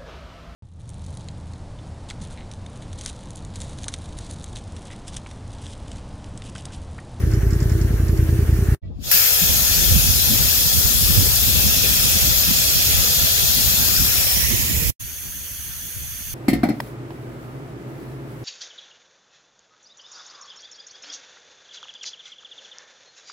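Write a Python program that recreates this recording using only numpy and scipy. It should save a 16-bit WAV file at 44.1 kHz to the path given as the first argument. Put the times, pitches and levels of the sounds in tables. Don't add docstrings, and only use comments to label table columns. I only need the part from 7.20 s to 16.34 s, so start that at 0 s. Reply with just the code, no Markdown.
import sys
import numpy as np
from scipy import signal
from scipy.io import wavfile
from scipy.ndimage import uniform_filter1d

SR = 44100
rng = np.random.default_rng(int(sys.argv[2]) if len(sys.argv) > 2 else 0)


def put_to_file(sound):
    columns = np.atleast_2d(sound).T
    safe = np.clip(columns, -1, 1)
    whole_steps = np.round(safe * 32767)
    wavfile.write(sys.argv[1], SR, whole_steps.astype(np.int16))


N = 403074


def amp(db):
    return 10 ** (np.asarray(db) / 20)


def evened(x):
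    return x / np.sqrt(np.mean(x ** 2) + 1e-20)


def read(points, hz):
    f, *columns = np.transpose(points)
    return np.array([np.interp(np.log(hz + 1), np.log(f + 1), c) for c in columns])


def add(mix, s, sound):
    part = mix[:, max(round(s * SR), 0):][:, :sound.shape[1]]
    part += sound[:, :part.shape[1]]


def blotches(frames, bins, across, along):
    field = rng.standard_normal((2, bins, frames))
    return evened(uniform_filter1d(uniform_filter1d(field, across, 1), along, 2))


def resonate(x, hz, width_hz):
    return signal.lfilter(*signal.iirpeak(hz, hz / width_hz, SR), x)


# (time [s], speed [cycles a second])
IDLE_SPEED = [(0, 9.29), (.17, 10.6), (.56, 10.41), (.76, 11), (.86, 10.37), (1.24, 9.86), (1.4, 10.39),
              (1.6, 9.86)]

def firing_times(first_s=0.0378):
    t = np.arange(first_s, IDLE_SPEED[-1][0], 1 / SR)
    cycles = np.cumsum(np.interp(t, *np.transpose(IDLE_SPEED))) / SR
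    return np.interp(np.arange(16), cycles, t)


# (pitch [Hz], relative level [dB], time to fade by 60 dB [s])
EXHAUST_NOTES = [(54.8, -12.5, 0.21), (78.3, -9.5, 0.14), (109.3, -19, 0.32), (238, -47, 0.051),
                 (388.4, -18, 0.23)]

def engine(lead_s=.1, second_share=.37, rasp_share=-0.07):
    n = round(1.7 * SR)
    first = firing_times() + lead_s
    cycle_s = np.diff(first, append=2 * first[-1] - first[-2])
    first, cycle_s = np.r_[first[0] - cycle_s[0], first], np.r_[cycle_s[0], cycle_s]
    second = first + second_share * cycle_s
    chance = rng.standard_normal((len(first), 2))
    kicks = np.zeros(n)
    kicks[(first * SR).astype(int)] = amp(0.29 * chance[:, 0])
    kicks[(second * SR).astype(int)] = amp(-2.5 + 0.81 * chance[:, 1])
    blow = signal.windows.hann(round(0.0036 * SR))
    pulses = -signal.oaconvolve(kicks, blow / blow.sum(), "same")
    t = np.arange(SR // 2) / SR
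    pipe = sum(amp(db - 60 * t / t60) * np.cos(2 * np.pi * hz * t) for hz, db, t60 in EXHAUST_NOTES)
    chug = signal.oaconvolve(pulses, pipe)[:n]
    gas = rng.standard_normal((2, n)) * 0.4 + rng.standard_normal(n)

    def gas_band(hz, width_hz):
        return evened(resonate(resonate(gas, hz, width_hz), hz, width_hz))

    roar = sum(amp(db) * gas_band(hz, 10 / t60) for hz, db, t60 in EXHAUST_NOTES)
    whine = gas_band(326.4, width_hz=14)
    cycles = np.interp(np.arange(n) / SR, first, np.arange(len(first)))
    swell = 1 + np.cos(2 * np.pi * (cycles - rasp_share))
    rasp = gas_band(1600, width_hz=1000) * swell
    sound = chug + amp(-49.5) * rasp + amp(-18.5) * roar + amp([[-37], [-33]]) * whine
    sound += amp([[2], [6]]) * clatter(n, lead_s)
    return sound[:, round(lead_s * SR):]


# (delay [ms], share)
EAR_PATHS = [
    [(.13, .3), (.71, .22)],
    [(-.02, -.16), (.06, -.2), (.58, .19), (.77, .13), (1.31, -.17)],
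    [(-1.1, .12), (-.7, -.12), (-.01, .23), (.15, .12), (.63, .28), (1.32, .1)],
]

def hiss(moves, tone, spot, ripple_db, patchy_db, tone_change=None):
    s, level_db, treble_db, pan_db = np.transpose(moves)
    n = round((s[-1] - s[0]) * SR)
    frames, hz = n // 128 + 5, np.fft.rfftfreq(512, 1 / SR)
    t = s[0] + np.arange(frames) * 128 / SR
    treble_octaves = np.log2(np.maximum(hz / 3500, 1))[:, None]
    db = read(tone, hz)[:, :, None] + np.interp(t, s, treble_db) * treble_octaves
    db += 36 * np.log2(np.clip(hz / 450, .01, 1))[:, None]
    if tone_change:
        db += tone_change(t, hz)
    db += ripple_db * blotches(frames, 257, across=2, along=500)
    db += patchy_db * blotches(frames, 257, across=16, along=70)
    db += 2.47 * blotches(frames, 257, across=2, along=10)
    a, b, c, d = rng.standard_normal((4, 257, frames))
    left, unrelated = a + 1j * b, c + 1j * d
    shared = sum(share * np.exp(-2j * np.pi * hz * ms / 1000) for ms, share in EAR_PATHS[spot])[:, None]
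    right = shared * left + np.sqrt(np.clip(1 - abs(shared) ** 2, 0, 1)) * unrelated
    spectrum = np.array([left, right]) * amp(db)
    power = (abs(spectrum) ** 2).mean((0, 1))
    spectrum /= np.sqrt(uniform_filter1d(power, 60))
    noise = evened(signal.istft(spectrum, nperseg=512, noverlap=384)[1][:, :n])
    t = s[0] + np.arange(n) / SR
    return s[0], noise * amp(np.interp(t, s, level_db) + np.outer([.5, -.5], np.interp(t, s, pan_db)))


# (pitch [Hz], left [dB], right [dB])
FAR_TONE = [(554, -8, 3), (1030, -11.5, -12), (1780, -9.5, -3.5), (2400, -17, -13.5), (4270, -19.5, -16.5),
            (6050, -16.5, -9.5), (7740, -18.5, -20.5), (9100, -20, -10.5), (13500, -11, -9),
            (15700, -17, -17)]
# (time [s], level [dB], treble tilt [dB an octave], left over right [dB])
FAR_MOVES = [(0, -38, -3, 5.5), (1.6, -35.5, -1.5, 3.5)]

def far_hiss():
    return hiss(FAR_MOVES, FAR_TONE, spot=0, ripple_db=1.2, patchy_db=1.6)


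# (time [s], relative level [dB])
VALVE_TICKS = [(0.1141, -32), (0.1356, -32), (0.3067, -30), (0.3316, -32), (0.403, -30), (0.4254, -32),
               (0.4963, -32), (0.5187, -34), (0.614, -31), (0.8824, -32), (0.9737, -32)]

def clatter(n, lead_s, snap_s=0.0047, rattle_s=0.022):
    at, tick_db = np.transpose(VALVE_TICKS)
    taps = np.zeros(n)
    taps[((at + lead_s) * SR).astype(int)] = amp(tick_db)
    t = np.arange(2000) / SR
    fade = np.exp(-t / snap_s) + 0.46 * np.exp(-t / rattle_s)
    ticks = signal.oaconvolve(taps, fade)[:n] * rng.standard_normal((2, n))
    return sum(resonate(resonate(ticks, hz, 1200), hz, 1200) for hz in (5300, 6900))


# (time [s], left [dB], right [dB])
GUSTS = [
    [(1.58, -29, -30), (2.12, -35, -33.5), (2.32, -24, -18.5), (2.47, -31.5, -25.5), (2.73, -17.5, -13.5),
     (2.9, -26.5, -20), (3.18, -17.5, -20), (3.3, -33, -22), (3.83, -27, -20), (4.0, -12.5, -16.5),
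     (4.15, -25, -25.5), (4.35, -18.5, -21.5), (4.85, -25.5, -23.5), (5.1, -21.5, -24), (5.5, -33, -25),
     (5.75, -24, -21.5), (6.1, -29.5, -28.5), (6.45, -26, -20.5), (7.0, -33, -23.5), (7.3, -28, -21),
     (7.76, -28, -20)],
    [(7.79, -38.5, -39), (8.1, -37.5, -39), (8.72, -41, -41.5), (8.82, -29.5, -36), (9.0, -38, -42),
     (9.14, -34, -38)],
]
# (pitch [Hz], relative level [dB])
WIND_TONE = [(20, -31), (38, -4.5), (55, 5.5), (80, -0.5), (170, -11), (300, -21), (600, -33), (1300, -51),
             (6000, -96)]

def wind(gusts, upper_cut_s=(1.92, 2.2), upper_cut_db=-18):
    s, *level_db = np.transpose(gusts)
    n = round((s[-1] - s[0]) * SR)
    frames, hz = n // 256 + 9, np.fft.rfftfreq(2048, 1 / SR)
    a, b = rng.standard_normal((2, 2, 1025, frames))
    lumps_db = 3.76 * blotches(frames, 1025, across=12, along=6) * np.clip(hz / 120, .3, 1.5)[:, None]
    t = s[0] + np.arange(frames) * 256 / SR
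    upper = np.clip(hz / 185 - 1, 0, .2) * 5
    cut = np.clip(np.minimum(t - upper_cut_s[0], upper_cut_s[1] - t) / .02, 0, 1)
    lumps_db += upper_cut_db * np.outer(upper, cut)
    spectrum = (a + 1j * b) * amp(read(WIND_TONE, hz)[0][:, None] + lumps_db)
    rumble = evened(signal.istft(spectrum, nperseg=2048, noverlap=1792)[1][:, :n])
    t = s[0] + np.arange(n) / SR
    return s[0], rumble * amp([np.interp(t, s, db) for db in level_db])


# (pitch [Hz], left [dB], right [dB])
CLOSE_TONE = [(800, -6.5, -6), (1050, -17, -22), (1280, -9, -14), (1720, -7, -11), (1980, -9, -18),
              (2600, -6, -1), (2950, -7, -9), (3350, 0, -2), (3800, -4, -6), (4450, -2, 0), (7150, -2, -3),
              (8000, -7, -8), (9750, -9, -10), (11900, -2, -3), (12900, -1, -5), (14500, -1, -9),
              (15700, -6, -15)]
# (time [s], level [dB], treble tilt [dB an octave], left over right [dB])
LEAK_MOVES = [(1.62, -61, -17, -2), (1.72, -66, -16, 1), (1.79, -60.5, -6, 0), (1.845, -32, -1, 3),
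              (1.912, -20.5, 1, -3)]

def first_leak():
    return hiss(LEAK_MOVES, CLOSE_TONE, spot=1, ripple_db=1, patchy_db=1)


# (pitch [Hz], relative level [dB], time to fade by 60 dB [s])
TOOL_NOTES = [(666, -52, 0.15), (1954, -50, 0.12), (2260, -55, 0.13)]

def tool_clink():
    t = np.arange(SR // 4) / SR
    ring = sum(amp(db - 60 * t / t60) * np.sin(2 * np.pi * hz * t) for hz, db, t60 in TOOL_NOTES)
    return ring * np.minimum(t / .006, 1) * amp([[2], [-3]])


OPEN_S = 1.913
# (time [s], treble tilt [dB an octave], left over right [dB])
HEAD_SWAY = [(1.913, 4, 1.5), (2.3, 1.5, 0.5), (3.85, 2.5, 2), (4.6, 1.35, 1), (5.8, 1, -0.5),
             (7.1, 2.5, 2), (7.71, 4, -2)]

def jet(steady_db=-15, rush_db=5, rush_s=0.13, near_m=0.69, walk_at_s=7.19, walk_m_per_s=0.73):
    s, treble_db, pan_db = np.transpose(HEAD_SWAY)
    t = np.arange(OPEN_S, SPOTS[2][0], .02)
    metres = near_m + walk_m_per_s * np.maximum(t - walk_at_s, 0)
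    level_db = steady_db + rush_db * np.exp(-(t - OPEN_S) / rush_s) - 20 * np.log10(metres / near_m)
    moves = np.transpose([t, level_db, np.interp(t, s, treble_db), np.interp(t, s, pan_db)])
    return hiss(moves, CLOSE_TONE, spot=1, ripple_db=.7, patchy_db=1.1, tone_change=jet_tone_change)


# (pitch [Hz], left [dB], right [dB])
BACK_TONE = [(500, -7, -8), (1360, -11.5, -16.5), (1950, -7, 0.5), (3000, -7.5, -5), (5440, -10.5, -6.5),
             (6940, -8.5, -7.5), (9900, -13.5, -10.5), (13200, -7.5, -6), (15800, -7.5, -11)]
# (time [s], left pitch [Hz], right pitch [Hz], boost [dB])
BRIGHT_BAND = [(5.9, 3900, 3900, 0), (6.6, 4100, 4100, 3), (6.8, 5300, 5300, 3), (7.15, 5500, 5400, 5),
               (7.5, 7700, 6900, 6), (7.7, 8300, 6000, 4)]
# (time [s], pitch [Hz], change [dB])
ECHO_DIP = [(6.95, 1050, 1), (7.2, 1250, -5), (7.6, 1950, -11)]

def jet_tone_change(t, hz, step_back_s=(6.7, 7.3), full_db=6.1, full_s=0.26):
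    def band(times, centre_hz, gain_db, width_hz):
        offset_hz = hz[:, None] - np.interp(t, times, centre_hz)
        return np.interp(t, times, gain_db) * np.exp(-(offset_hz / width_hz) ** 2)

    db = (read(BACK_TONE, hz) - read(CLOSE_TONE, hz))[:, :, None] * np.interp(t, step_back_s, [0, 1])
    middle = np.exp(-np.log2((hz + 1) / 1700) ** 2)
    db += full_db * np.outer(middle, np.exp(-(t - OPEN_S) / full_s))
    times, *ears_hz, boost_db = np.transpose(BRIGHT_BAND)
    for ear, centre_hz in enumerate(ears_hz):
        db[ear] += band(times, centre_hz, boost_db, width_hz=550)
    db[0] += band(*np.transpose(ECHO_DIP), width_hz=200)
    return db


# (time [s], peak level [dB], pitch [Hz], left over right [dB])
WIND_THUMPS = [(2.219, -22, 144, 10), (2.717, -8, 65.4, -5), (3.14, -21, 97.5, -1), (3.899, -16, 132, -10),
               (3.975, -16.5, 83.5, -25), (5.78, -15, 70, -2), (8.762, -38, 84, 20)]

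def wind_thump(db, hz, pan_db, rise_s=0.0072):
    t = np.arange(round(.09 * SR)) / SR
    push = np.sin(2 * np.pi * hz * (1.26 * t - 3.9 * t ** 2) + rng.uniform(0, 2 * np.pi, (2, 1)))
    swell = t / rise_s * np.exp(1 - t / rise_s)
    return push * swell * amp(db + np.array([[.5], [-.5]]) * pan_db)


# (pitch [Hz], left [dB], right [dB])
YARD_TONE = [(520, -24, -19), (950, -20, -24), (1700, -15, -9), (2150, -21, -11), (2840, -17, -8),
             (3400, -9, -8), (3960, -20, -23), (4130, -13, -9), (4310, -20, -9), (4650, -12, -10),
             (4930, -25, -21), (5250, -13, -17), (6300, -5, 1), (6950, -11, -10), (7600, -17, -8),
             (8600, -10, -6), (9300, -15, -5), (10500, -14, -5), (11000, -7, -5), (12100, -6, -7),
             (12900, -6, -1), (13500, -7, -11), (14100, -5, -6), (14750, -9, -19), (15250, -6, -15),
             (15700, -10, -18)]
# (time [s], level [dB], treble tilt [dB an octave], left over right [dB])
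YARD_MOVES = [(7.79, -30.5, 0.5, 0.5), (9.14, -30.5, 0, 0)]

def yard_hiss():
    return hiss(YARD_MOVES, YARD_TONE, spot=2, ripple_db=.7, patchy_db=.3)


# (start [s], end [s], fade-in [s])
SPOTS = [(0, 1.549, 0.0013), (1.617, 7.704, 0.039), (7.794, 9.2, 0.014)]

def scene():
    mix = np.zeros((2, N))
    add(mix, 0, engine()[:, :round(SPOTS[1][0] * SR)])
    for air in (far_hiss, first_leak, jet, yard_hiss):
        add(mix, *air())
    add(mix, 1.63, tool_clink())
    for gusts in GUSTS:
        add(mix, *wind(gusts))
    for s, db, hz, pan_db in WIND_THUMPS:
        add(mix, s, wind_thump(db, hz, pan_db))
    return mix


def record(dry, shadow_hz=8000, half_width_hz=400, depth_db=16, top_hz=15790):
    hz, t = np.linspace(0, SR / 2, 512), np.arange(N) / SR
    shadow_gain = amp(-depth_db / (1 + ((hz - shadow_hz) / half_width_hz) ** 2))
    shaded = signal.oaconvolve(dry[1], signal.firwin2(511, hz, shadow_gain, fs=SR), "same")
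    right = np.where(t < SPOTS[1][0], dry[1], shaded)
    ears = signal.sosfiltfilt(signal.butter(2, 30, "high", fs=SR, output="sos"), [dry[0], right])
    heard = np.zeros(N)
    for start, end, fade_s in SPOTS:
        fade_out = np.where(t < end, 1, 0.32 * np.exp(-abs(t - end) / 0.0077))
        heard += np.clip((t - start) / fade_s, 0, 1) * fade_out
    treble_cut = signal.firwin(767, top_hz, window=("kaiser", 10), fs=SR)
    return signal.oaconvolve(np.clip(ears * heard, -.85, .85), treble_cut[None], "same")


dry = scene()
out = record(dry)
put_to_file(out)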